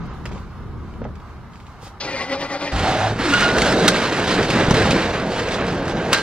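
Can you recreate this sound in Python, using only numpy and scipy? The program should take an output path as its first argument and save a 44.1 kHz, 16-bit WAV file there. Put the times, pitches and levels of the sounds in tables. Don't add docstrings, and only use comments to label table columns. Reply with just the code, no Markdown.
import sys
import numpy as np
from scipy import signal
from scipy.fft import rfft, irfft, next_fast_len
from scipy.io import wavfile
from scipy.ndimage import uniform_filter1d

SR = 44100
rng = np.random.default_rng(int(sys.argv[2]) if len(sys.argv) > 2 else 0)


def how_loud(loudness_db):
    steps = np.asarray(loudness_db, float) / 20
    return 10 ** steps


def dump(signal):
    limited = np.clip(np.atleast_2d(signal).T, -1, 1)
    pcm = np.round(limited * 32767).astype(np.int16)
    wavfile.write(sys.argv[1], SR, pcm)


N = 274302
T = np.arange(N) / SR
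FFT_SIZE = next_fast_len(N)
FFT_HZ = np.maximum(np.fft.rfftfreq(FFT_SIZE, 1 / SR), 1)
BLOW_SIZE = 8192


def white():
    return rng.standard_normal(N)


def unit(x):
    return x / np.sqrt(np.mean(x ** 2))


def curves(table):
    s, *columns = np.transpose(table)
    gate = np.clip(np.minimum(T - s[0], s[-1] + .01 - T) / .01, 0, 1)
    return gate, *(np.interp(T, s, c) for c in columns)


def swell(start, rise, hold, fall, db):
    edges = start + np.cumsum([0, rise, hold, fall])
    gain = how_loud(np.interp(T, edges, [db - 30, db, db, db - 30]))
    return gain * (T > start) * (T < edges[-1])


def moment(s, half_s):
    return np.exp(-((T - s) / half_s) ** 2)


def colour(x, points, lo_hz=1, hi_hz=30000):
    hz, db = np.array(points).T
    gain = how_loud(np.interp(np.log(FFT_HZ), np.log(hz), db))
    edges = np.sqrt((1 + (lo_hz / FFT_HZ) ** 8) * (1 + (FFT_HZ / hi_hz) ** 8))
    return unit(irfft(rfft(x, FFT_SIZE) * gain / edges, FFT_SIZE)[:N])


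def ring(x, hz, width_hz):
    return signal.lfilter(*signal.iirpeak(hz, hz / width_hz, fs=SR), x)


def fading(t60, size):
    return np.exp(-np.log(1000) * np.arange(size) / (t60 * SR))


def walk(rate):
    k = int(SR / rate)
    held = np.repeat(rng.standard_normal(N // k + 1), k)[:N]
    return unit(uniform_filter1d(uniform_filter1d(held, k), k))


def grains(rate, spread_db):
    out = np.zeros(N)
    at = np.flatnonzero(rng.random(N) < rate / SR)
    size = np.minimum(rng.exponential(size=len(at)), 2.8)
    out[at] = how_loud(spread_db * size) * np.sign(rng.standard_normal(len(at)))
    return out


def peak(x):
    return x / np.abs(x).max()


def hits(table, crack_hz, crack_width_hz, ring_db, ring_width_hz, thud_hz, thud_db):
    out = np.zeros(N + BLOW_SIZE)
    noise = rng.standard_normal((len(table), 3, BLOW_SIZE))
    noise[:, :, 0] = 5.2
    for (s, db, hz, t60), (a, b, c) in zip(table, noise):
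        shape = fading(max(t60, .005), size=BLOW_SIZE)
        crack = ring(ring(a * shape, crack_hz, crack_width_hz), crack_hz, crack_width_hz)
        pitched = ring(b * shape, hz, ring_width_hz)
        thud = ring(c * shape, thud_hz, thud_hz)
        blow = peak(peak(crack) + how_loud(ring_db) * peak(pitched)) + how_loud(thud_db) * peak(thud)
        at = int(s * SR)
        out[at:at + BLOW_SIZE] += how_loud(db) * blow
    return out[:N]


def tone(shape, pitch, wobble, shiver_db, overtone_db):
    hz = pitch[0] + pitch[1] * np.clip(T - shape[0], 0, sum(shape[1:4]))
    phase = 2 * np.pi * np.cumsum(hz * (1 + wobble * walk(90))) / SR
    second = np.sin(2 * phase + 1.1 * walk(350))
    third = 0.36 * np.sin(3 * phase + 1.6 * walk(400))
    upper = how_loud(overtone_db + shiver_db * walk(40)) * (second + third)
    return swell(*shape) * how_loud(shiver_db * walk(60)) * np.sqrt(2) * (np.sin(phase) + upper)


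def ports(x, lag, pan_db, space_db):
    shade_db = pan_db / 2 / (1 + (650 / FFT_HZ) ** 2) / (1 + (FFT_HZ / 7000) ** 2)
    turn = np.exp(-1j * np.pi * FFT_HZ / SR * lag) * how_loud(shade_db)
    direct = irfft(rfft(x, FFT_SIZE) * np.array([turn, 1 / turn]), FFT_SIZE)[:, :N]
    walls = rng.standard_normal((6, 2, 4096)) * fading(.12, size=4096)
    walls = walls / np.sqrt(np.sum(walls[0, 0] ** 2))
    walls = ring(walls, 5140, 3600) + how_loud(-36.5) * walls
    tail = 0
    for k, wall in enumerate(walls):
        away = np.abs((T * 14 - k) % 6 - 3)
        share = np.cos(np.pi / 2 * np.minimum(away, 1))
        tail = tail + signal.oaconvolve(x[None] * share, wall, axes=1)[:, :N]
    return direct + how_loud(space_db) * tail


# frequency in Hz, density in dB per Hz.
WIND_SPECTRUM = [(12, -39), (20, -4.5), (76, 4), (220, -5.5), (292, -13.5), (403, -12.5), (500, -21.5),
                 (650, -47.5), (1100, -120)]
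# frequency in Hz, density in dB per Hz.
TRAFFIC_SPECTRUM = [(150, 0), (250, -6), (531, -4.5), (1020, 1), (1210, 0.5), (1620, -7), (1790, -12),
                    (2160, -12.5), (2530, -18.5), (8670, -38), (15000, -31.5)]
# time in seconds, level in dB.
GUSTS = [(0.0, -25.5), (0.14, -34), (0.32, -27.5), (0.53, -38), (0.6, -32), (0.84, -31.5), (0.92, -34),
         (1.04, -28.5), (1.27, -40.5), (1.4, -37.5), (1.58, -41), (2.0, -44)]


def yard():
    _, wind_db = curves(GUSTS)
    shared = colour(white() * how_loud(0.56 * walk(25)), WIND_SPECTRUM)
    apart = np.array([colour(white(), WIND_SPECTRUM, 140), colour(white(), WIND_SPECTRUM, 90)])
    opposed = np.array([[1], [-1]]) * colour(white(), WIND_SPECTRUM, 1, 90)
    wind = shared + 0.35 * apart + .07 * opposed
    fade_db = -.6 * np.minimum(T, GUSTS[-1][0])
    hiss_db = -45.8 + fade_db + .05 * (wind_db + 38)
    truck = swell(-.6, .5, .3, 1.2, db=-7)
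    hiss = colour(white(), TRAFFIC_SPECTRUM, 0.84, 13000)
    hiss = hiss * how_loud(hiss_db + 2.0 + 1.54 * walk(11.8)) * (1 + truck)
    return wind * how_loud(wind_db) + ports(hiss, 1.16, -1.7, 6.2)


# start in seconds, peak in dB, ring in Hz, 60 dB decay in seconds.
WOOD_KNOCKS = [(0.203, -41, 302, .03), (0.2565, -29, 1300, 0.11), (0.314, -25, 250, 0.036),
               (0.344, -31, 966, .05), (0.358, -28, 272, 0.028), (0.592, -46, 300, .03),
               (0.635, -32, 253, .04), (0.97, -44, 285, .035), (1.017, -22.5, 483, 0.025),
               (1.03, -32, 400, .08), (1.052, -20, 606, 0.05), (1.07, -30, 258, 0.049),
               (1.088, -33, 415, 0.045), (1.209, -44, 260, .025), (1.39, -41, 250, .03),
               (1.828, -32.5, 560, 0.054), (1.868, -31.5, 600, 0.045)]
# start in seconds, peak in dB, ring in Hz, 60 dB decay in seconds.
GRIT_TICKS = [(0.2555, -19.5, 1890, 0.055), (0.243, -42, 4000, .02), (0.2915, -33, 2100, .03),
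              (0.3176, -35, 2300, 0.12), (0.35, -37, 2400, 0.087), (0.379, -37, 2240, .05),
              (0.9387, -38, 1800, .025), (1.042, -32, 1980, 0.033), (1.155, -36.5, 1910, .025),
              (1.2006, -41.5, 2130, .035), (1.5344, -38.5, 1500, 0.054), (1.557, -34, 1850, 0.037),
              (1.6012, -35, 2740, .03), (1.667, -35, 2430, 0.076)]
# start, rise, hold and fall in seconds, level in dB.
SCUFFS = [
    (0.255, .005, .01, .05, -47),
    (0.29, .03, .06, .12, -48),
    (1.47, .05, .2, .08, -55),
    (1.77, .06, .045, .07, -39.5),
]


def boots():
    grit = unit(ring(grains(3900, 1.2), 2400, 4700))
    drag = how_loud(-6.5) * sum(swell(*row) for row in SCUFFS)
    knocks = hits(WOOD_KNOCKS, 550, 670, -0.4, 130, 200, -1.0)
    wood = signal.lfilter(*signal.butter(2, 1460, fs=SR), knocks)
    return wood + hits(GRIT_TICKS, 1700, 2700, 0.5, 770, 240, -40) + grit * drag


# start, rise, hold and fall in seconds, level in dB.
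GROANS = [
    (2.715, .03, .06, .1, -24),
    (2.78, .06, .17, .08, -17),
    (2.96, .05, .08, .1, -17),
]


def rubbing():
    reach = tone((1.76, .04, .18, .04, -53), (800, 1), 0.0087, 2.2, -28)
    jerk = tone((2.715, .02, .03, .2, -23), (52, 5), 0.032, .8, -3.0)
    hum = tone((2.99, .025, .09, .33, -23.5), (108, 30), 0.051, 2.0, -32)
    sag = tone((3.22, .03, .13, .08, -25), (410, -1450), 0.0712, 2.1, -15)
    squeal = tone((3.31, .025, .05, .05, -20.5), (1434, 20), 0.0132, 3.0, -6.5)
    resqueal = tone((3.4, .025, .075, .16, -20.5), (1442, 60), 0.0093, 3.0, -12)
    trail = swell(3.5, .05, .14, .14, db=-23) * unit(ring(white(), 1480, 160))
    modes = ring(white(), 764, 60) + 0.81 * ring(white(), 644, 60)
    modes = modes + 0.51 * ring(white(), 866, 90) + 0.19 * ring(white(), 1440, 220)
    groan = how_loud(-6.0) * sum(swell(*row) for row in GROANS) * unit(modes)
    return reach + jerk + hum + sag + groan + squeal + resqueal + trail


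# time in seconds, slip rate in Hz, level in dB.
CREAK = [(2.0, 283.7, -43), (2.05, 262.1, -29.5), (2.144, 287.5, -29.5), (2.17, 235.2, -26.5),
         (2.24, 226.3, -26.5), (2.29, 272.5, -25.5), (2.34, 272.3, -25.5), (2.43, 289.6, -25.5),
         (2.478, 274.2, -27.5), (2.55, 285.7, -26), (2.616, 290.8, -25.5), (2.67, 285, -27.5),
         (2.73, 268.2, -34.5)]
# frequency in Hz, width in Hz, level in dB.
DRUM_MODES = [(360, 170, -3), (541, 34, 9), (790, 35, 5.5), (1116, 26, 5.5), (1360, 80, 0), (1850, 58, 5),
              (1980, 51, 9), (2090, 22, 4.5), (2377, 37, 6), (2740, 26, -4)]
# time in seconds, depth in dB, half length in seconds.
HOLDS = [
    (2.276, -9.5, 0.029),
    (2.383, -9, 0.021),
    (2.482, -8, 0.021),
    (2.587, -9.5, 0.022),
    (2.701, -0.5, 0.014),
]
# frequency in Hz, density in dB per Hz.
SCRAPE_SPECTRUM = [(1800, -4), (2800, 0.5), (3600, 3), (4700, 4.5), (5400, -0.5), (6600, -6), (7400, -26),
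                   (9000, -33), (11500, -41), (14000, -53)]
# time in seconds, pitch in Hz, level
# in dB, half length in seconds.
SINGS = [(2.059, 300, -36.5, 0.021), (2.093, 1975, -33.5, 0.021), (2.15, 545, -29.5, 0.013),
         (2.2, 1121, -34, 0.029), (2.213, 1985, -33, .035), (2.22, 2100, -38, .03),
         (2.352, 548, -28.5, 0.045), (2.34, 794, -38, .025), (2.449, 553, -32, 0.019),
         (2.515, 1973, -32, .016), (2.548, 556, -32, 0.022), (2.55, 790, -35.5, .025),
         (2.679, 545, -38, .04), (2.21, 232, -37, 0.045), (2.31, 270, -36, 0.033), (2.75, 770, -28.5, .02),
         (2.891, 679, -29, .03), (2.96, 640, -31, 0.035), (3.044, 758, -25, 0.042), (3.04, 645, -34, .04),
         (3.273, 365, -28, .025)]


def creak():
    gate, hz, db = curves(CREAK)
    held_db = sum(depth * moment(s, half) for s, depth, half in HOLDS)
    load = gate * how_loud(db + held_db)
    cycles = np.cumsum(hz * (1 + .04 * walk(250))) / SR
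    slips = np.diff(np.floor(cycles), prepend=0) * how_loud(2.0 * white())
    push = 1.55 * white() - unit(slips)
    x = push * load

    tilt_db = 1.5 * np.tanh((2.28 - T) / .04)
    drum = 0
    for f, width, d in DRUM_MODES:
        drum = drum + how_loud(d + tilt_db * np.log2(f / 1000) + 2.9 * walk(29.97)) * ring(x, f, width)
    drum = np.interp(T + .0003 * walk(14), T, drum)
    broad = ring(ring(x, 840, 1700), 840, 1700)
    drum = unit(drum + how_loud(-1.0) * broad) * np.sqrt(np.mean(load ** 2))

    first_scrape_db = 29 * np.exp(-np.maximum(T - CREAK[0][0], 0) / 0.033)
    scrape = how_loud(-6.5 + first_scrape_db - 1.0) * colour(push + 2.1 * white(), SCRAPE_SPECTRUM)
    moan_db = -6.5 - 11 * np.clip((2.2 - T) / 0.037, 0, 1)
    moan_db = moan_db - 1.0 + 3.2 * walk(40.3) - .1 * held_db
    moan = how_loud(moan_db) * np.sin(2 * np.pi * cycles)
    axle = how_loud(-12.5) * unit(ring(white(), 180, 140))
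    grunt = swell(2.015, .02, .05, .08, db=-37) * unit(ring(white(), 380, 170))

    flex = np.cumsum(1 + 0.0117 * walk(70)) / SR
    singing = sum(how_loud(d + 3.5) * moment(s, half) * np.sin(2 * np.pi * f * flex) for s, f, d, half in SINGS)
    return drum + singing + grunt + load * (moan + axle + scrape)


ROLL_EDGES_HZ = [20, 130, 900, 2800, 16000]
ROLL_T60_S = [0.9, .08, 0.11, 0.063]
# frequency in Hz, density in dB per Hz.
CURTAIN_SPECTRUM = [(20, -12), (60, -5.5), (180, -2), (300, -2.5), (480, -3.5), (980, -10), (1580, -9.5),
                    (2300, -14), (4000, -16), (6000, -25), (8000, -27), (10500, -32.5), (13000, -38.5),
                    (15500, -40.5)]
# time in seconds, sway of the sheet in dB, rib strikes in dB.
TUG = [
    (2.715, -30.5, -29),
    (2.77, -28, -26.5),
    (2.877, -25, -25.5),
    (2.983, -26, -29.5),
    (3.033, -28, -26),
    (3.1, -29, -31),
    (3.13, -27, -36.5),
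    (3.18, -32, -37),
]
# time in seconds, sway in dB, rib strikes in dB.
RUN = [(3.185, -27, -34), (3.197, -23.5, -24.5), (3.27, -28.5, -23.5), (3.34, -22.5, -22.5),
       (3.4, -30.5, -22.5), (3.434, -22, -19), (3.54, -20.5, -28.5), (3.592, -19, -21.5),
       (3.756, -17.5, -25.5), (3.9, -17.5, -22), (4.065, -25, -27), (4.15, -24, -26.5), (4.28, -18, -23.5),
       (4.46, -19, -24.5), (4.58, -16.5, -22), (4.73, -19, -25), (4.785, -15, -20), (4.91, -17.5, -25.5)]
# time in seconds, sway in dB, rib strikes in dB.
SETTLE = [
    (5.03, -21.5, -23),
    (5.08, -19.5, -30.5),
    (5.12, -23, -31.5),
    (5.33, -24, -32.5),
    (5.53, -23, -31),
    (5.62, -23, -30),
    (5.77, -24, -35.5),
    (6.109, -22.5, -30.5),
]
# time in seconds, sway in dB, rib strikes in dB.
SHAKE = [
    (6.134, -28, -17.5),
    (6.165, -28.5, -25),
    (6.22, -30.5, -32.5),
]
# time in seconds, clang in dB, rasp in dB, half length in seconds.
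SURGES = [(3.222, 0, -1, 0.022), (3.504, 1.5, 2, 0.02), (3.543, -4, 2.5, 0.029), (3.666, -5, 2, 0.067),
          (3.792, -0.5, 4, 0.046), (3.969, 4.5, 3.5, 0.015), (4.014, 2, 2.5, 0.017),
          (4.218, 1.5, -0.5, .02), (4.297, 5, 2.5, 0.028), (4.39, 1, -3.5, 0.022), (4.483, -1, -1, 0.02),
          (4.552, 0, -4, 0.033), (4.67, 0.5, -3.5, .03), (4.736, -2.5, -5.5, .012),
          (4.805, 0.5, -1.5, 0.044), (4.919, -1, 7, 0.017), (5.16, 5, 1, 0.031), (5.22, 3.5, -1, 0.028),
          (5.385, 3, 2.5, .03), (5.53, 1.5, 5.5, 0.034), (5.61, 3.5, -7, 0.041), (5.7, -0.5, 1.5, .03),
          (5.833, -1.5, -5, 0.038), (5.89, 3, 3, .02), (5.947, -1.5, -9, 0.028), (6.002, 1.5, -3.5, .02),
          (6.056, 0, -3.5, 0.044)]
# frequency in Hz, width in Hz, level in dB.
SHEET_MODES = [(179.5, 31, -10), (479, 84, -10), (640, 140, -13), (1570, 110, -17)]


def curtain():
    strikes = (unit(grains(500, 2.27)) * how_loud(1.5 * walk(30))) ** 2
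    gate, sway_db, strike_db = curves(TUG + RUN + SETTLE + SHAKE)
    unrolled = np.clip((T - TUG[0][0]) / (3.8 - TUG[0][0]), 0, 1)
    boom_db = -12.5 * unrolled + 3 * (T > 4.7)
    clang_db, rasp_db = sum(np.outer(dbs, moment(s, half)) for s, *dbs, half in SURGES)
    levels = [sway_db + boom_db, sway_db - 1.06, strike_db + clang_db, strike_db - 6 + rasp_db]
    rub_share = [.8, .7, .35, .22]
    out = 0
    for k, t60 in enumerate(ROLL_T60_S):
        energy = signal.lfilter([1], [1, -fading(t60, size=3)[2]], strikes)
        ringing = unit(np.sqrt(np.abs(energy)))
        band = colour((ringing + rub_share[k]) * white(), CURTAIN_SPECTRUM, *ROLL_EDGES_HZ[k:k + 2])
        out = out + band * how_loud(levels[k] + 1.1 * walk(22))
    panels = sum(how_loud(db + 3.1 * walk(6)) * unit(ring(white(), hz, width)) for hz, width, db in SHEET_MODES)
    pings = sum(ring(grains(5, 3.0), hz, 110) for hz in 700 * 2 ** (rng.random(60) * 3))
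    return gate * (out + how_loud(sway_db) * panels + how_loud(levels[3] - 6.5) * unit(pings))


# start
# in seconds, peak in dB, ring in Hz, 60 dB decay in seconds.
CLACKS = [(3.1913, -21, 1430, .025), (3.2642, -14, 1590, .03), (3.4817, -15, 4000, 0.034),
          (3.6912, -13, 1680, .03), (3.8354, -17, 1550, .03), (4.1661, -18, 1530, .03),
          (4.31, -14, 4500, .03), (4.535, -16, 5000, 0.021), (4.565, -19, 4000, .02),
          (4.7683, -9, 1220, .03), (3.3377, -5, 1430, 0.063), (3.4086, -15.5, 1440, .035),
          (3.584, -3.5, 1650, 0.027), (3.619, -2.5, 2030, 0.04), (3.7244, -5, 1420, 0.034),
          (3.8827, -13, 1700, 0.017), (3.9645, -28, 1610, 0.026), (4.0835, -30, 1720, .02),
          (4.241, -13, 1610, 0.034), (4.2765, -17, 1540, .025), (4.379, -23, 1340, .035),
          (4.43, -12.5, 1640, .04), (4.5033, -6.5, 2400, 0.063), (4.5884, -15, 1550, 0.022),
          (4.651, -20, 1670, .023), (4.7095, -3.5, 800, 0.026), (4.801, -11.5, 700, .03),
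          (4.82, -7.5, 1600, 0.054), (4.7418, -9, 1820, 0.074), (4.78, -14, 1600, 0.052),
          (4.908, -8.5, 2650, 0.06), (4.987, -20, 1350, .035),
          (5.1327, -20, 1570, 0.032), (5.362, -22, 1310, 0.038), (5.31, -27.5, 1160, 0.028),
            (5.6084, -21, 1670, .03), (5.8563, -24, 1530, .03), (5.97, -22, 1300, .03),
            (6.054, -25, 1570, .03), (5.3918, -17, 2670, 0.051), (5.4863, -16, 2240, 0.045),
            (5.52, -13.5, 2250, 0.042), (5.543, -15.5, 3460, 0.045), (5.667, -18, 1560, .026),
            (5.726, -21, 2320, 0.042), (5.88, -16.5, 1200, 0.027), (6.1077, -25, 2090, 0.03),
            (6.1301, 0.5, 2740, 0.036), (6.1246, -16, 520, 0.035), (6.147, -7.5, 3900, 0.049)]
# start in seconds, peak in dB, pitch in Hz, 60 dB decay in seconds.
BUCKLES = [(3.196, -14.5, 269, 0.037), (3.308, -14, 258, 0.043), (3.388, -18, 202, .04),
           (3.417, -13.5, 205, .05), (3.509, -15, 415, 0.049), (3.574, -19, 415, 0.044),
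           (3.63, -15, 443, .05), (3.685, -13.5, 515, 0.055), (3.774, -12.5, 474, 0.049),
           (3.81, -9.5, 446, 0.054), (4.201, -15, 350, 0.058), (4.39, -11, 428, .04), (4.62, -12, 560, .03),
           (4.768, -13, 480, 0.036), (6.104, -13.5, 496, 0.036), (6.1228, -9, 490, .03)]
# start in seconds, peak in dB, pitch in Hz, 60 dB decay in seconds.
LANDING = [
    (4.53, -21, 147, 0.046),
    (4.6839, -2, 171, 0.032),
    (4.7111, 2, 182, 0.035),
    (4.74, -5.5, 147, 0.04),
    (4.7519, -12, 170, .03),
    (4.797, -9, 231, 0.019),
    (4.8858, -12, 195, .04),
    (4.911, -5.5, 146, 0.025),
]
# frequency in Hz, level in dB, 60 dB decay in seconds.
LATCH_MODES = [(1590, 0, .8), (1640, -12, .3), (2650, -8, .08), (4016, -6, .2), (5710, -10, .1)]
# start in seconds, chatter in dB, chatter length in seconds, ring in dB, sizzle in dB.
LATCH_BLOWS = [
    (3.8795, 2.5, .011, -17, -38),
    (6.1295, -3.5, .009, -12, -9),
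]


def blows():
    out = how_loud(-1.5) * hits(CLACKS, 2300, 5500, -1.1, 250, 250, -15.5)
    t = np.arange(BLOW_SIZE) / SR

    def mode(hz, db, t60):
        return how_loud(db) * np.sin(2 * np.pi * hz * t) * fading(t60, size=BLOW_SIZE)

    for s, db, hz, t60 in LANDING + BUCKLES:
        part = out[int(s * SR):][:BLOW_SIZE]
        part -= mode(hz, db, t60)[:len(part)]
    latch = peak(sum(mode(*row) for row in LATCH_MODES))
    for s, chatter_db, length, ring_db, sizzle_db in LATCH_BLOWS:
        bounces = rng.standard_normal(BLOW_SIZE) * np.exp(-(t / length) ** 4)
        chatter = ring(bounces, 2800, 3500) + 3.2 * ring(bounces, 1600, 500)
        chatter = chatter + 1.2 * ring(bounces, 3700, 900) + how_loud(sizzle_db) * bounces
        part = out[int(s * SR):][:BLOW_SIZE]
        part += (how_loud(chatter_db) * chatter / 3 + how_loud(ring_db) * latch)[:len(part)]
    return out


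def scene():
    door = ports(curtain() + rubbing() + blows(), 1.844, -2.6, -4)
    return yard() + ports(boots(), 2.06, -2.2, -0.62) + ports(creak(), -2.57, 3.6, -13.5) + door


def masked(x, both, mask_db):
    hz, _, z = signal.stft(x, SR, nperseg=1024)
    whole = signal.stft(both, SR, nperseg=1024)[2]
    bands = (np.abs(z[:512]) ** 2).reshape(32, 16, -1).sum(axis=1)
    bands = np.repeat(bands, 16, axis=0)
    loud = (np.abs(whole[12:]) ** 2).sum(axis=0)
    treble = (np.abs(whole[70:]) ** 2).sum(axis=0)
    blow = treble > how_loud(2 * 6.5) * np.roll(treble, 2)
    scatter_db = 2.5 * np.repeat(rng.standard_normal((32, len(loud))), 16, axis=0)
    hz = hz[:512, None]
    slope_db = 1.0 * (hz / 1000 - 8)
    limit_db = mask_db + scatter_db - 16 * blow + slope_db
    heard = bands > loud * how_loud(2 * limit_db)
    quiet = loud < how_loud(2 * -36)
    z[:512] *= heard | (hz < 6700) | quiet
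    return signal.istft(z, SR)[1][:N]


def band_limit(x):
    return signal.sosfilt(signal.butter(12, 15610, fs=SR, output="sos"), x)


def record(dry):
    left, right = np.tanh(0.79 * dry) / np.tanh(1.1)
    mid = masked(left + right, left + right, mask_db=-36) / 2
    side = masked(left - right, left + right, mask_db=-40) / 2
    return band_limit(np.array([mid + side, mid - side]))


dry = scene()
out = record(dry)
dump(out)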